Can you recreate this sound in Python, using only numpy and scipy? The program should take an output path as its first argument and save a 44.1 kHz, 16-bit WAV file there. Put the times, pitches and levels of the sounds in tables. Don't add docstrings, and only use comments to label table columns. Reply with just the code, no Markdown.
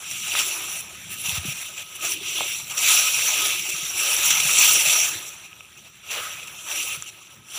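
import sys
import numpy as np
from scipy import signal
from scipy.io import wavfile

SR = 44100
rng = np.random.default_rng(int(sys.argv[2]) if len(sys.argv) > 2 else 0)


def digitize_waveform(pressure):
    field = np.atleast_2d(pressure).T
    bounded = np.clip(field, -1, 1)
    quanta = np.round(bounded * 32767).astype(np.int16)
    wavfile.write(sys.argv[1], SR, quanta)


N = 334278

# time in seconds, level in dB.
AIR_CURVE = [(0.0, -56), (1.46, -51.5), (1.63, -57.5), (3.93, -52.5), (4.2, -56.5), (4.45, -49),
             (5.59, -60), (6.8, -55.5), (7.58, -62.5)]
# centre in Hz, width in Hz, boost or cut in dB.
HOUSING_EQ = [(1270, 73, 11.5), (2650, 800, 13.5), (3470, 2900, 8), (4370, 290, -8), (5010, 380, -14.5),
              (5822, 1200, 17), (6280, 280, -2.5), (7434, 910, 12.5), (8640, 3800, -3.5),
              (10100, 7000, 3.5), (12200, 1070, -9), (13400, 790, -4), (15700, 2100, 10)]
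# start in seconds, level in dB before trim, pitch in Hz.
HAND_BUMPS = [(1.113, -48, 86.1), (1.283, -36, 167), (1.323, -35, 95.5), (1.374, -33, 140),
              (1.38, -29.5, 85), (1.452, -32, 186), (1.481, -28.5, 139), (2.625, -44, 140),
              (3.168, -45, 135), (3.739, -42, 163), (3.828, -40, 161), (4.189, -45, 102), (4.452, -36, 148),
              (4.87, -40, 146), (5.154, -42, 103), (6.973, -41, 135)]
# start in seconds, level in dB before trim, pitch in Hz.
STEM_KNOCKS = [(0.352, -18.5, 1270), (1.293, -46, 1550), (1.45, -34, 323), (2.388, -29, 840),
               (2.408, -16.5, 850), (2.416, -26, 596), (5.53, -49, 1400), (5.607, -39.5, 1300),
               (7.024, -33, 1300)]
# start in seconds, level in dB before trim, pitch in Hz.
STALK_SNAPS = [(1.2942, -9, 3430), (1.5923, -26, 2690), (2.1201, -10.5, 5820), (5.53, -29.5, 2470),
               (5.5638, -41, 2870), (5.607, -26, 2420), (5.648, -36, 2650), (6.4817, -24, 2460),
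               (6.7147, -16, 3120), (7.0237, -10, 7700), (7.082, -32, 2700)]
# centre in seconds, level in dB, hold each side in seconds.
LEG_RUBS = [(0.36, -61, .03), (0.46, -49, 0.014), (0.61, -53, 0.041), (2.13, -49.5, 0.087),
            (2.29, -58, 0.02), (2.41, -49, 0.011), (2.88, -52.5, 0.033), (3.44, -47, 0.043),
            (3.68, -54, 0.047), (3.99, -53, 0.026), (4.15, -57, 0.019), (4.31, -58, .03), (4.57, -58, .06),
            (4.77, -51.5, .06), (4.94, -58, 0.036), (5.16, -53, 0.017), (6.17, -60, 0.012),
            (6.76, -55, 0.016)]
# start in seconds, level in dB before trim, seconds to fall 60 dB.
BLADE_WHIPS = [(0.072, -42, 0.065), (0.11, -14, 0.055), (0.387, -11, 0.18), (1.116, -22, 0.049),
               (1.254, -15.5, 0.061), (2.045, -17, 0.074), (2.12, -17.5, 0.05), (2.776, -11, 0.062),
               (3.284, -33, .08), (3.593, -14, 0.067), (3.649, -25, 0.1), (4.303, -0.5, 0.059),
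               (4.398, -4.5, 0.052), (4.582, -8, 0.095), (5.068, -12.5, 0.065), (5.77, -36, 0.29),
               (6.107, -20, 0.36), (6.47, -23.5, 0.087), (7.542, -27, 0.07)]
# start in seconds, length in seconds, level in dB,
# then tips and fine hairs, both in dB relative to that level.
BLADE_DRAGS = [(0.453, 0.045, -35, 4, 4), (0.687, .13, -37, 1, 1), (1.097, 0.055, -39, -2, 2.5),
               (1.176, 0.072, -49, -3, 8), (1.235, 0.09, -32.5, -4, -1), (1.308, 0.084, -30.5, -4.5, -6),
               (1.45, 0.089, -35, -2.5, -4), (1.583, 0.059, -38.5, 0, -2), (1.642, 0.059, -40.5, -1, -3),
               (1.763, 0.073, -36.5, -5, -8), (1.946, .03, -43, 1, 4.5), (2.088, 0.063, -40, 6, 9),
               (2.693, 0.04, -33.5, 0, -8.5), (2.766, 0.14, -28, 3, -4.5), (3.683, 0.03, -31, 5, 0),
               (4.244, 0.048, -26, 3.5, 2), (4.851, 0.1, -24, 1, -5), (5.256, 0.044, -44.5, 9, 0),
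               (5.425, 0.046, -45, -5, -11), (5.84, 0.05, -47, -7, -12), (6.58, 0.044, -43.5, 0, -12),
               (7.056, 0.05, -42, 1.5, -9), (7.17, 0.11, -53, -2, -8), (7.297, 0.057, -49.5, -4, -6)]
# time in seconds, blade level in dB,
# then stems and treble, both in dB relative to the blades.
PUSH_CURVE = [(0.0, -43, -4, 1.5), (0.12, -34.5, -15, 0.5), (0.23, -36, -12, 2), (0.39, -23.5, -9, -3.5),
              (0.43, -28.5, -8, 2), (0.9, -45, -5, 0.5), (1.06, -43.5, -8, -1), (1.29, -35, -11.5, 2),
              (1.43, -37.5, -6, -3), (1.57, -38, -8.5, 1), (1.87, -44, -8.5, -2), (1.99, -41, -6, -1),
              (2.05, -28.5, -7, 1), (2.09, -30, -16.5, 1), (2.2, -36.5, -13, -8), (2.3, -30.5, -17.5, -1),
              (2.42, -30, -11, -2.5), (2.51, -31.5, -14.5, 1), (2.66, -40, -7, 2.5), (2.75, -37, -5, 1),
              (2.9, -19, -14.5, 2), (3.13, -26.5, -10, 2.5), (3.46, -24, -9.5, 0), (3.63, -31, -15, 0),
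              (3.93, -33.5, -9.5, 2), (4.01, -27, -8, 2), (4.54, -24, -10.5, 3), (4.62, -17.5, -11.5, 4.5),
              (4.83, -24.5, -10, 3.5), (5.0, -24.5, -10.5, 3), (5.3, -43.5, -5.5, 1), (5.51, -52, -3, -1.5),
              (6.02, -52.5, -8.5, -3), (6.12, -33, -6, -4), (6.18, -31, -3.5, -7.5),
              (6.24, -35.5, -5.5, -2), (6.52, -44.5, -4, 0), (6.63, -46.5, -3, 5), (6.71, -32, -4.5, 1),
              (6.82, -29.5, -14.5, 0), (6.95, -34.5, -8.5, 0.5), (6.99, -43, -8, -1),
              (7.12, -48.5, -7.5, -3), (7.45, -56, -2.5, -0.5), (7.58, -32, -7.5, 2)]


def from_db(db):
    return 10 ** (np.asarray(db) / 20)


def unit_rms(x):
    return x / np.sqrt(np.mean(x ** 2) + 1e-20)


def automation(rows):
    times, *columns = np.transpose(rows)
    return [np.interp(np.arange(N) / SR, times, column) for column in columns]


def drift(corner_hz):
    pole = np.exp(-2 * np.pi * corner_hz * 20 / SR)
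    slow = signal.lfilter([1], [1, -2 * pole, pole * pole], rng.standard_normal(N // 20 + 3002))[3000:]
    return np.interp(np.arange(N) / 20, np.arange(len(slow)), unit_rms(slow))


def band(x, low_hz, high_hz, order=2):
    return signal.sosfilt(signal.butter(order, [low_hz, high_hz], "band", fs=SR, output="sos"), x)


def housing(x):
    for hz, width_hz, level_db in HOUSING_EQ:
        tuning = -2 * np.cos(2 * np.pi * hz / SR)
        gain, width = from_db(level_db / 2), np.tan(np.pi * width_hz / SR)
        zeros = [1 + width * gain, tuning, 1 - width * gain]
        poles = [1 + width / gain, tuning, 1 - width / gain]
        x = signal.lfilter(zeros, poles, x)
    return x


def far_grass(level_db=-75):
    return from_db(level_db) * unit_rms(housing(band(rng.standard_normal(N), 200, 6700, order=1)))


def air_buffet():
    deep = unit_rms(band(rng.standard_normal(N), 59, 114)) * from_db(1.3 * drift(7.1))
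    upper = unit_rms(band(rng.standard_normal(N), 93, 200)) * from_db(3.0 * drift(3.1) + 3.5)
    sub = 0.14 * unit_rms(band(rng.standard_normal(N), 15, 50))
    return from_db(automation(AIR_CURVE)[0]) * unit_rms(deep + upper + sub)


def hits(events, decay_cycles, trim_db):
    out, t = np.zeros(N + 4096), np.arange(4096) / SR
    for start, level_db, hz in events:
        i = round(start * SR)
        envelope = (1 - np.exp(-t * hz / 0.4)) * np.exp(-t * hz / decay_cycles)
        out[i:i + 4096] -= from_db(level_db + trim_db) * envelope * np.sin(2 * np.pi * hz * t)
    return housing(out[:N] + 1e-18)


def slips(per_s, spread_db, clump_db):
    sizes = from_db(spread_db * np.minimum(rng.exponential(1, N), 5)) * rng.choice([-1, 1], N)
    triggers = rng.random(N) < per_s / SR
    clumps = from_db(clump_db * (drift(36) + 0.68 * drift(27)))
    return unit_rms(sizes * triggers * clumps) + from_db(-1) * rng.standard_normal(N)


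def hollow_stems(bed_db=-61.5, push_follow=0.31, rise_db_per_s=257, fall_db_per_s=255):
    rub = band(slips(1500, spread_db=1.5, clump_db=3.0), 302, 405)
    blades_db, t = automation(PUSH_CURVE)[0], np.arange(N) / SR
    gain = from_db(bed_db + push_follow * (blades_db - blades_db.mean()))
    for centre, level_db, hold in LEG_RUBS:
        fade_db = np.minimum(rise_db_per_s * (t - centre + hold), fall_db_per_s * (centre + hold - t))
        gain += from_db(level_db + np.minimum(0, fade_db))
    return gain * unit_rms(rub)


def whipping_blades(attack_s=0.0041, trim_db=-7.5):
    envelope, t = np.zeros(N + 8192), np.arange(8192) / SR
    for start, level_db, t60 in BLADE_WHIPS:
        i = round(start * SR)
        envelope[i:i + 8192] += from_db(level_db + trim_db - 60 * t / t60) * np.minimum(t / attack_s, 1)
    return envelope[:N] * unit_rms(housing(slips(9000, spread_db=2.0, clump_db=1.5)))


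def drag_powers(fade_s=0.009):
    t, powers = np.arange(N) / SR, 0
    for start, length, level_db, tips_db, hairs_db in BLADE_DRAGS:
        gain = from_db(level_db) * np.clip(np.minimum(t - start, start + length - t) / fade_s, 0, 1)
        powers += (gain * from_db([[0], [tips_db], [hairs_db]])) ** 2
    return powers


def papery_flicks(per_s, decay_cycles):
    sizes = from_db(3.3 * np.minimum(rng.exponential(1, N), 4)) * (rng.random(N) < per_s / SR)
    pitch_index, out = rng.integers(0, 48, N), 0
    for k, hz in enumerate(np.geomspace(450, 15000, 48)):
        radius = np.exp(-hz / decay_cycles / SR)
        poles = [1, -2 * radius * np.cos(2 * np.pi * hz / SR), radius * radius]
        flicks = sizes * (pitch_index == k) + 1e-18
        ring = signal.lfilter([1], poles, signal.lfilter([1], poles, flicks))
        out += np.sqrt(hz) * unit_rms(ring)
    return unit_rms(out)


def flutter(x, low_hz, high_hz, depth_db):
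    edges, out = np.geomspace(low_hz, high_hz, 6), 0
    for k in range(5):
        wobble = from_db(depth_db * (drift(20) + 1.07 * drift(8.7)))
        out += (-1) ** k * band(x, edges[k], edges[k + 1]) * wobble
    return unit_rms(out)


def rustle(surge_db=0.32, drag_stems_db=-10.5):
    blades_db, stems_db, treble_db = automation(PUSH_CURVE)
    body_drag, tips_drag, hairs_drag = drag_powers()
    surge = from_db(surge_db * drift(15.3))
    flicks = from_db(-7) * papery_flicks(1500, decay_cycles=9)
    stream = housing(slips(9000, spread_db=2.5, clump_db=1.0) + flicks)
    null_db = np.maximum(-15.5 + 0.24 * (blades_db + 36), -17)
    tips_db = treble_db - 1.5
    hairs_db = 0.65 * treble_db - 4.5
    sheen_db = -5.5 + 0.088 * (blades_db - blades_db.mean())
    # low and high edge in Hz, dB relative to the blades, drag power, flutter depth in dB.
    bands = [(440, 2042, stems_db, body_drag * from_db(2 * drag_stems_db), 2.36),
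             (1891, 4530, 0, body_drag, 1.55),
             (4205, 5283, null_db, body_drag * from_db(2 * null_db), 1.1),
             (5105, 8666, tips_db, tips_drag, 1.5),
             (8440, 13600, hairs_db, hairs_drag, 1.67),
             (14000, 15900, hairs_db + sheen_db, hairs_drag * from_db(2 * sheen_db), 2.0)]
    out = 0
    for low_hz, high_hz, offset_db, drag_power, flutter_db in bands:
        push_power = from_db(2 * (blades_db + offset_db))
        out += np.sqrt(push_power + drag_power) * flutter(stream, low_hz, high_hz, flutter_db)
    return surge * out


def scene():
    snaps = hits(STALK_SNAPS, decay_cycles=1.4, trim_db=-8.0)
    knocks = hits(STEM_KNOCKS, decay_cycles=0.75, trim_db=9.5)
    bumps = hits(HAND_BUMPS, decay_cycles=1.5, trim_db=7.5)
    near_grass = rustle() + whipping_blades() + hollow_stems()
    return (near_grass + snaps + knocks + bumps + air_buffet() + far_grass())[None]


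def record(dry):
    low_cut_hz, ceiling, high_cut_hz = 44, 0.95, 15480
    trimmed = signal.sosfilt(signal.butter(2, low_cut_hz, "high", fs=SR, output="sos"), dry)
    rounded = trimmed / (1 + np.abs(trimmed / ceiling) ** 4) ** 0.25
    return signal.sosfilt(signal.ellip(16, 0.5, 95, high_cut_hz, fs=SR, output="sos"), rounded)


dry = scene()
out = record(dry)
digitize_waveform(out)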